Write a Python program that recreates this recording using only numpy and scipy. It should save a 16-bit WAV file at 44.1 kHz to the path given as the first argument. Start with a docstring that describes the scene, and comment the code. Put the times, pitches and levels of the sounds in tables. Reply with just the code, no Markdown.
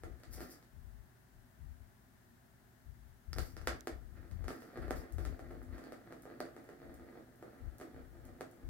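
"""Cat batting a ball round a track toy

Paws scrape the cardboard pad and jolt the shell, claws tick, and the ball knocks on its plastic track wall.
Strikes and bumps excite a resonant shell, heard through echoes and a short tail. After a good push the ball
rumbles round, fading and swelling slightly once a lap. Slaps land on the rim and thuds boom in the floor.
A hand shifting on the phone rumbles softly, mostly at the left microphone, over quiet room noise and hum.
"""
import sys
import numpy as np
from scipy import signal
from scipy.fft import rfft, irfft, next_fast_len
from scipy.io import wavfile
from scipy.ndimage import uniform_filter1d

SR = 44100
rng = np.random.default_rng(int(sys.argv[2]) if len(sys.argv) > 2 else 0)


def int16_out(signal):
    """Quantize to a 16-bit WAV file."""
    q = np.round(np.clip(np.atleast_2d(signal).T, -1, 1) * 32767)
    wavfile.write(sys.argv[1], SR, q.astype(np.int16))


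N = 383229
SIZE = 8192  # response length, samples
HZ = np.fft.rfftfreq(SIZE, 1 / SR)
TIME = np.arange(N) / SR

# drive of the shell by soft rolling or sliding contact: (frequency [Hz], level [dB])
CONTACT_DRIVE = [(100, 2), (170, 5), (260, 4), (340, -1), (480, -0.5), (700, -2), (1000, -5), (1400, -2.5),
                 (2000, -3), (3000, -9), (4500, -8), (6000, -22), (15000, -25)]
# likeness of diffuse sound at the two microphone ports: (frequency [Hz], coherence [-])
PORT_COHERENCE = [(40, 0.8), (130, 0.91), (290, 0.66), (640, 0.077), (1200, 0), (16000, 0)]


def amp(db):
    """Decibels to gain."""
    return 10 ** (np.asarray(db) / 20)


def unit(x):
    """Scales to an rms of one."""
    return x / np.sqrt(np.mean(x ** 2) + 1e-20)


def unit_onset(response):
    """Scales a response to an rms of one over its first 25 ms."""
    return response / np.sqrt(np.mean(response[:, :SR // 40] ** 2))


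def read(points, hz):
    """Interpolates a table on a log-frequency axis."""
    table_hz, value = np.transpose(points)
    return np.interp(np.log(hz + 1), np.log(table_hz), value)


def add(mix, start_s, sound):
    """Adds a sound to the mix from start_s, cut at the end of the mix."""
    part = mix[:, max(round(start_s * SR), 0):][:, :sound.shape[-1]]
    part += sound[..., :part.shape[-1]]


def through(x, response):
    """Convolves, keeping the length of x."""
    return signal.oaconvolve(np.atleast_2d(x), np.atleast_2d(response), axes=1)[:, :x.shape[-1]]


def bump(hz, width_hz):
    """The bell of one resonance, height one."""
    return 1 / (1 + (2 * (HZ - hz) / width_hz) ** 2)


def ring(db):
    """Minimum-phase impulse response with this spectrum: the cepstrum is folded to be causal."""
    floored_db = np.maximum(db, db.max() - 100)
    cepstrum = irfft(np.log(amp(floored_db)))
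    cepstrum[1:SIZE // 2] *= 2
    cepstrum[SIZE // 2 + 1:] = 0
    return irfft(np.exp(rfft(cepstrum)))


def smooth_noise(window_s):
    """Random fluctuation slower than the window, rms one."""
    return unit(uniform_filter1d(rng.standard_normal(N), max(int(window_s * SR), 2)))


def grains(per_s, spread_db):
    """Random small impacts of uneven size and either sign."""
    hit = rng.random(N) < per_s / SR
    size = np.minimum(rng.exponential(1, N), 4)
    sign = rng.choice([-1, 1], N)
    return unit(hit * sign * amp(spread_db * size))


def diffuse(size):
    """White noise from all sides: the ports share it at low frequencies and differ in the treble."""
    left, other = rfft(rng.standard_normal((2, size)))
    same = np.clip(read(PORT_COHERENCE, np.fft.rfftfreq(size, 1 / SR)), -1, 1)
    right = same * left + np.sqrt(1 - same ** 2) * other
    return irfft(np.array([left, right]), size)


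def room(tail_db):
    """Paths from one spot on the toy: direct sound, a few echoes and a diffuse decaying tail."""
    # nearby furniture and walls: (delay [s], level [dB])
    echo_paths = [(.0026, -11), (.0083, -8), (0.0123, -14.5), (.0201, -14.5)]
    # decay of the tail: (frequency [Hz], time to fall 60 dB [s])
    tail_t60 = [(150, 0.47), (500, 0.31), (1400, 0.3), (3700, .27), (10000, 0.2)]
    left_lead_s, echo_jitter_s, build_s = .00007, .000306, .0064

    def delay(left_s, right_s):
        return np.exp(-2j * np.pi * HZ * np.array([[left_s], [right_s]]))

    start_s = 8 / SR
    paths = delay(start_s, start_s + left_lead_s)
    for delay_s, db in echo_paths:
        paths = paths + amp(db) * delay(*(delay_s + echo_jitter_s * rng.uniform(-1, 1, 2)))
    hz, t, spectra = signal.stft(diffuse(SIZE), SR, nperseg=256)
    decay = amp(-60 * t / read(tail_t60, hz)[:, None])
    build = 1 - np.exp(-t / build_s)
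    tail = signal.istft(spectra * decay * build)[1][:, :SIZE]
    return irfft(paths) + amp(tail_db) * unit(tail) / np.sqrt(SIZE)


def shell_db(shift=1):
    """Spectrum of the plastic shell: a broad shape plus resonances, whose pitches scale with shift."""
    # broad shape: (frequency [Hz], level [dB])
    broad_shape = [(60, -20), (140, -8), (210, -8), (300, 0), (500, -2), (680, -0.5), (950, -10),
                   (1300, -3), (1950, -6), (2800, -16), (4600, -16), (8000, -15.5), (13000, -21.5),
                   (16000, -29)]
    # resonances: (frequency [Hz], width [Hz], height above the shape [dB])
    modes = [(258, 26, 9), (338.2, 26, 8), (435, 29, 4), (620, 50, 3), (745, 70, 4), (1200, 70, 3.5),
             (1352, 35, 6), (1627, 56, 3), (1808, 35, 8), (1968, 25, 6), (2164, 30, 4), (2895, 30, 5),
             (3480, 30, 7), (4650, 440, 3)]
    return read(broad_shape, HZ) + sum(db * bump(hz * shift, width) for hz, width, db in modes)


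def radiate(db, tail_db):
    """The shell heard across the room; bending waves carry the treble faster than the bass."""
    # tilt of the toy between the ports: (frequency [Hz], left over right [dB])
    side_balance = [(100, 0), (240, -1), (350, -4), (700, 1), (1300, -1.5), (2500, 0), (4500, -3),
                    (8000, 2), (15000, 4)]
    lag_s = .0007 / np.sqrt(1 + HZ / 1500)
    dispersion = np.exp(-2j * np.pi * np.cumsum(lag_s) * HZ[1])
    sides = amp(np.array([[.5], [-.5]]) * read(side_balance, HZ))
    return through(room(tail_db), irfft(rfft(ring(db)) * dispersion * sides))


def hush():
    """Still room: noise shaped at each port, plus a faint steady appliance hum."""
    # room noise: (frequency [Hz], relative level [dB])
    noise_tone = [(15, -54), (25, -23), (59, -2.5), (92, -6.5), (123, 2.5), (161, -8.5), (249, -2.5),
                  (285, -12.5), (405, -11.5), (463, -24.5), (641, -15), (1160, -22), (1740, -18),
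                  (2410, -30.5), (16000, -34.5)]
    # tilt of the noise between the ports: (frequency [Hz], left over right [dB])
    noise_balance = [(60, 0), (110, -2.5), (200, 2.5), (380, 1.5), (700, 0), (1290, 3.0), (2380, 5.5),
                     (4400, 1), (8120, 4), (15000, 13)]
    noise_db, hum_hz, hum_peak_db = -65, 119.5, -75
    apart_db = 10 * np.log10(2 / (1 + np.clip(read(PORT_COHERENCE, HZ), 0, 1)))
    sides_db = np.array([[.5], [-.5]]) * read(noise_balance, HZ)
    port_filters = np.array([ring(db) for db in read(noise_tone, HZ) + apart_db + sides_db])
    noise = unit(through(diffuse(next_fast_len(N))[:, :N], port_filters))
    return amp(noise_db) * noise + amp(hum_peak_db) * np.sin(2 * np.pi * hum_hz * TIME)


def laps():
    """Laps run since the far side of the track, at a speed that dies away exponentially."""
    far_side_s, lap_s, slowing_s = 4.87, 1.3, 6  # a pass of the far side, lap time there, time constant
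    return slowing_s / lap_s * (1 - np.exp(-(TIME - far_side_s) / slowing_s))


def rolling():
    """Tiny bumps under the ball drive the shell; tone and paths change as it circles, friction fades it."""
    # push to stop by a paw: (start [s], end [s], relative rumble [dB], relative rattle [dB])
    rolls = [(0, .58, -65.5, -72), (3.9, 4.45, -66, -74), (4.45, 8.8, -56, -65.6)]
    spin_up_s, stop_s = .1, .06
    rumble_loss_db_per_s, rattle_loss_db_per_s = 1.5, 2.3
    rumble_trim_db, rattle_trim_db = 1.4, 1.5
    rumble_swell_db, rattle_swell_db = .3, .9  # at the far side of each lap
    rock_period_s, rock_touch_s, rock_db = .272, 6.9, 2.3  # from wall to wall of the groove
    turn, rumble, rattle, heard = laps(), 0, 0, 0
    for start_s, end_s, low_db, high_db in rolls:
        age_s = np.maximum(TIME - start_s, 0)
        moving = (1 - np.exp(-age_s / spin_up_s)) * np.exp(-np.maximum(TIME - end_s, 0) / stop_s)
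        rumble = rumble + moving * amp(low_db - rumble_loss_db_per_s * age_s)
        rattle = rattle + moving * amp(high_db - rattle_loss_db_per_s * age_s)
    wobble_db = 2.3 * smooth_noise(.06)
    rocking_db = rock_db * np.cos(2 * np.pi * (TIME - rock_touch_s) / rock_period_s)
    bumps = grains(per_s=340, spread_db=3.8) * amp(wobble_db + rocking_db)
    for spot in (.25, .75):  # crossfade between two spots on the track
        near = abs(np.cos(np.pi * (turn - spot)))
        colour_db = shell_db(1 + .025 * np.sin(2 * np.pi * spot)) + read(CONTACT_DRIVE, HZ)
        heard = heard + through(bumps * near, radiate(colour_db, tail_db=2))
    low = signal.sosfiltfilt(signal.butter(4, 950, fs=SR, output="sos"), heard)
    far = np.cos(2 * np.pi * turn)
    rumble_gain = rumble * amp(rumble_trim_db + rumble_swell_db * far)
    rattle_gain = rattle * amp(rattle_trim_db + rattle_swell_db * far)
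    return rumble_gain * unit(low) + rattle_gain * unit(heard - low)


def strikes(rows, reach, tail_db, ping_hz, ping_width_hz):
    """Each strike rings the shell; the harder the contact, the more of the upper bands it reaches."""
    # edges between body, clack, crack and fizz: [Hz]
    band_edges_hz = [900, 2600, 7500]
    pitch_wander, hollow_db, hollow_width_hz = .004, 4, 260
    firm_db, soft_range_db = -43, 6
    softer_db = np.array((-2, -1.5, 0, 0))  # per band, for the lightest touch
    wetter_db, drier_db_per_db = 3.5, 1.6
    out = np.zeros((2, N))
    band = np.searchsorted(band_edges_hz, HZ)
    base_db, slope = np.transpose(reach)
    for start_s, db, hardness_db, hollow_hz, ping_db in rows:
        shape_db = shell_db(1 + pitch_wander * rng.standard_normal())
        shape_db += hollow_db * bump(hollow_hz, hollow_width_hz) + ping_db * bump(ping_hz, ping_width_hz)
        # light touches are softer and heard more by way of the room; the very hardest are dry
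        light = np.clip((firm_db - db) / soft_range_db, 0, 1)
        wet_db = tail_db + wetter_db * light - drier_db_per_db * max(hardness_db, 0)
        power = amp(db + base_db + slope * hardness_db + light * softer_db) ** 2
        strength_db = 10 * np.log10(power / np.bincount(band, amp(shape_db) ** 2))
        drive_db = read(list(zip((650, 1400, 4500, 10000), strength_db)), HZ)
        add(out, start_s, np.sqrt(power.sum()) * unit_onset(radiate(shape_db + drive_db, wet_db)))
    return out


def knocks():
    """The ball hits the track wall and rings the shell; once, a dragging paw jolts the shell instead."""
    # ball on the track wall, but at 0.4054 s a paw drags the toy and jolts its shell:
    # (time [s], relative level [dB], hardness as treble over body [dB], hollow pitch of the spot [Hz],
    #  ping of the rim [dB])
    shell_hits = [(0.0352, -49, -19, 440, 0), (0.2346, -62, -3, 580, 5), (0.4054, -49, -12, 440, 10),
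                  (0.6266, -69, -5, 480, 1), (3.3841, -45.5, -3, 500, 9), (3.872, -41.5, -12.5, 430, 3),
                  (4.3126, -63, -8, 270, 4), (4.4423, -55, -15, 280, 0), (4.5055, -45.5, -20, 330, 2),
                  (4.6209, -55, -17, 400, 3), (4.7732, -47, -24, 460, 6), (4.8808, -48.5, -27, 420, 8),
                  (4.9075, -38.5, -17.5, 520, 0), (4.9698, -58, -11, 470, 3), (5.0178, -52, -24, 420, 0),
                  (5.1835, -48, -18, 360, 1), (5.2515, -50, -9.5, 340, 0), (5.3929, -49, -23, 530, 0),
                  (5.5107, -50, -26, 390, 4), (5.7814, -53, -16, 390, 0), (5.8394, -63, -5, 320, 10),
                  (5.9218, -48.5, -19, 520, 5), (6.1239, -53, -18, 440, 1), (6.2539, -51, -27, 460, 1),
                  (6.4036, -41.5, -15, 620, 13), (6.4532, -52, -22, 510, 5), (6.5648, -52, -22, 440, 1),
                  (6.6905, -53, -21, 460, 1), (7.4258, -50, -28, 510, 2), (7.7999, -54, -18, 490, 0),
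                  (7.8124, -48, -20, 380, 0), (8.4086, -44.5, -16.5, 510, 3)]
    # body, clack, crack, fizz: (level at hardness zero [dB], gain per hardness [dB/dB])
    band_reach = [(0, 0), (-1, .35), (-1.5, .98), (-6, .72)]
    return strikes(shell_hits, band_reach, tail_db=-2.3, ping_hz=4550, ping_width_hz=1100)


def held(start_s, end_s, rise_s, fall_s):
    """Swells up to the start, holds, and dies away after the end."""
    return np.exp(np.minimum(TIME - start_s, 0) / rise_s - np.maximum(TIME - end_s, 0) / fall_s)


def grip():
    """Slow lumpy pressure of the hand on the phone, mostly in the left port."""
    # shifts of the hand: (start [s], length [s], relative level [dB])
    hand_shifts = [(.04, .1, -51), (.28, .14, -51), (.74, .27, -55), (1.36, .06, -62), (1.61, .11, -51),
                   (1.8, .04, -57), (2.87, .04, -52), (2.98, .15, -60), (3.29, .04, -46), (3.375, .04, -37),
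                   (3.53, .22, -50), (3.92, .32, -52.5), (4.32, .14, -43.5), (4.79, .2, -46),
                   (5.14, .17, -41.5), (5.43, .23, -52), (5.7, .04, -47), (6.86, .18, -61),
                   (7.63, .06, -46), (7.94, .39, -58), (8.655, .05, -44.5)]
    # tone of the pressure noise: (frequency [Hz], level [dB])
    pressure_tone = [(15, -35), (25, -21), (40, -1), (60, 0.5), (85, -3), (120, -13), (170, -21),
                     (250, -29), (480, -60), (2000, -90)]
    holding_db = -75  # faint pressure between shifts, before the port gains
    left_db, right_db, evenness = 5, -17, .59
    power = amp(holding_db) ** 2
    for start_s, length_s, db in hand_shifts:
        power = power + (amp(db) * held(start_s, start_s + length_s, rise_s=.014, fall_s=.036)) ** 2
    lumps = through(rng.standard_normal((2, N)), ring(read(pressure_tone, HZ)))
    envelope = abs(uniform_filter1d(abs(lumps), size=1800))
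    lumps = unit(lumps / envelope ** evenness)
    return amp([[left_db], [right_db]]) * lumps * np.sqrt(power)


def ticks():
    """Claws catch: thin bright clicks in the room, and one dry tick right at the right port."""
    # claws catch: (time [s], level [dB])
    catches = [(0.1995, -75), (4.8207, -74), (5.1235, -64), (5.6309, -72), (6.222, -67), (6.643, -74),
               (6.9422, -67), (7.3585, -77), (7.7837, -65), (8.2531, -67.5), (8.5131, -71)]
    # spectrum of a claw: (frequency [Hz], level [dB])
    claw_tone = [(500, -30), (3000, -16), (6000, -4), (9000, 1), (13000, -2), (16000, -5.5)]
    near_s, near_left_db, near_right_db = 3.8082, -68, -57
    out, claw = np.zeros((2, N)), ring(read(claw_tone, HZ))
    for start_s, db in catches:
        add(out, start_s, amp(db) * unit_onset(through(room(tail_db=0), claw)))
    near = ring(read([(1500, -35), (3800, -6), (4800, -10), (6000, 2), (10000, -13), (16000, -13)], HZ))
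    add(out, near_s, amp([[near_left_db], [near_right_db]]) * unit_onset(near[None]))
    return out


def scrapes():
    """Fibres snap in clumps and slips shake the shell under paws and body; one stroke is a swell of rolling."""
    # paws and body drag, but at 4.17 s the rolling ball's rumble in the shell swells briefly:
    # (time of the height [s], fall by 20 dB [s], relative fibre rasp [dB], relative shell groan [dB])
    strokes = [(.342, .05, -43.5, -63), (.385, .08, -60, -51), (.422, .08, -53, -52),
               (.517, .04, -50.5, -63), (3.355, .1, -64, -68), (3.39, .19, -53, -55), (3.66, .03, -66, -65),
               (4.17, .06, -82, -59), (4.5, .3, -61, -54.5), (4.83, .15, -72, -50),
               (4.968, .07, -54.5, -62), (5.19, .3, -64, -56), (5.73, .3, -71, -54), (7.48, .4, -85, -61),
               (7.82, .06, -65, -58)]
    # cardboard fibres: (frequency [Hz], level [dB])
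    fibre_tone = [(300, -16), (1800, -9), (3000, -14), (4000, -9), (4900, 3.5), (6300, -2), (9000, -2),
                  (13500, -1.5), (16000, -4)]
    rise_s, tail_db, left_rasp_db, right_rasp_db = .02, -1, -2, -4.5
    fibre_power = shell_power = 0
    for peak_s, fall_s, fibre_db, groan_db in strokes:
        rise = np.exp(-2 * ((TIME - peak_s) / rise_s) ** 2)
        fall = .01 ** (abs(TIME - peak_s) / fall_s)
        stroke = np.where(TIME < peak_s, rise, fall)
        fibre_power = fibre_power + amp(fibre_db) ** 2 * stroke
        shell_power = shell_power + amp(groan_db) ** 2 * stroke
    clumps = amp(3 * smooth_noise(.008))
    pad = through(room(tail_db), ring(read(fibre_tone, HZ)))
    body = radiate(shell_db() + read(CONTACT_DRIVE, HZ), tail_db)
    snaps = unit(grains(per_s=1800, spread_db=3) * clumps) * np.sqrt(fibre_power)
    slips = grains(per_s=900, spread_db=3) * np.sqrt(shell_power)
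    rasp = amp([[left_rasp_db], [right_rasp_db]]) * through(snaps, pad / np.linalg.norm(pad[0]))
    groan = through(slips, body / np.linalg.norm(body[0]))
    return rasp + groan


def slaps():
    """A paw slaps the rim, claws out, and rings the shell."""
    # (time [s], relative level [dB], hardness as treble over body [dB], hollow pitch of the spot [Hz],
    #  ping of the rim [dB])
    rim_hits = [(3.3309, -58, 8, 300, 19), (3.3621, -50.5, -21, 390, 4), (3.5669, -55.5, -7, 500, 9),
                (3.6142, -60, -10, 420, 6), (3.6726, -39.5, -4.5, 600, 4), (3.6747, -44, -8, 520, 3),
                (4.4815, -46, -10.5, 470, 6)]
    # body, clack, crack, fizz: (level at hardness zero [dB], gain per hardness [dB/dB])
    band_reach = [(0, 0), (3, .4), (-1.5, .98), (-8, .65)]
    return strikes(rim_hits, band_reach, tail_db=-1.5, ping_hz=5100, ping_width_hz=1300)


def thuds():
    """Toy and cat's weight land on the floor: short, low decaying sines."""
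    # (time [s], frequency [Hz], relative level [dB], time to fall 60 dB [s])
    landings = [(3.37, 95, -53, .3), (3.675, 62, -43.5, 0.32), (3.915, 66, -48.5, 0.29),
                (5.14, 100, -53, .3), (8.65, 75, -52, .25)]
    rise_s = .012
    out, t = np.zeros((2, N)), np.arange(SIZE) / SR
    for start_s, hz, db, t60_s in landings:
        envelope = np.exp(-np.log(1000) * t / t60_s) * (1 - np.exp(-t / rise_s))
        add(out, start_s, 2 * amp(db) * envelope * np.sin(2 * np.pi * hz * t))
    return out


def scene():
    """Room, toy, hand and cat together."""
    return hush() + rolling() + knocks() + grip() + ticks() + scrapes() + slaps() + thuds()


def record(dry):
    """The phone's band limit: a steep low-pass at 15950 Hz."""
    lowpass = signal.firwin(511, 15950, window=("kaiser", 9), fs=SR)
    return signal.oaconvolve(dry, lowpass[None], "same")


dry = scene()
out = record(dry)
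int16_out(out)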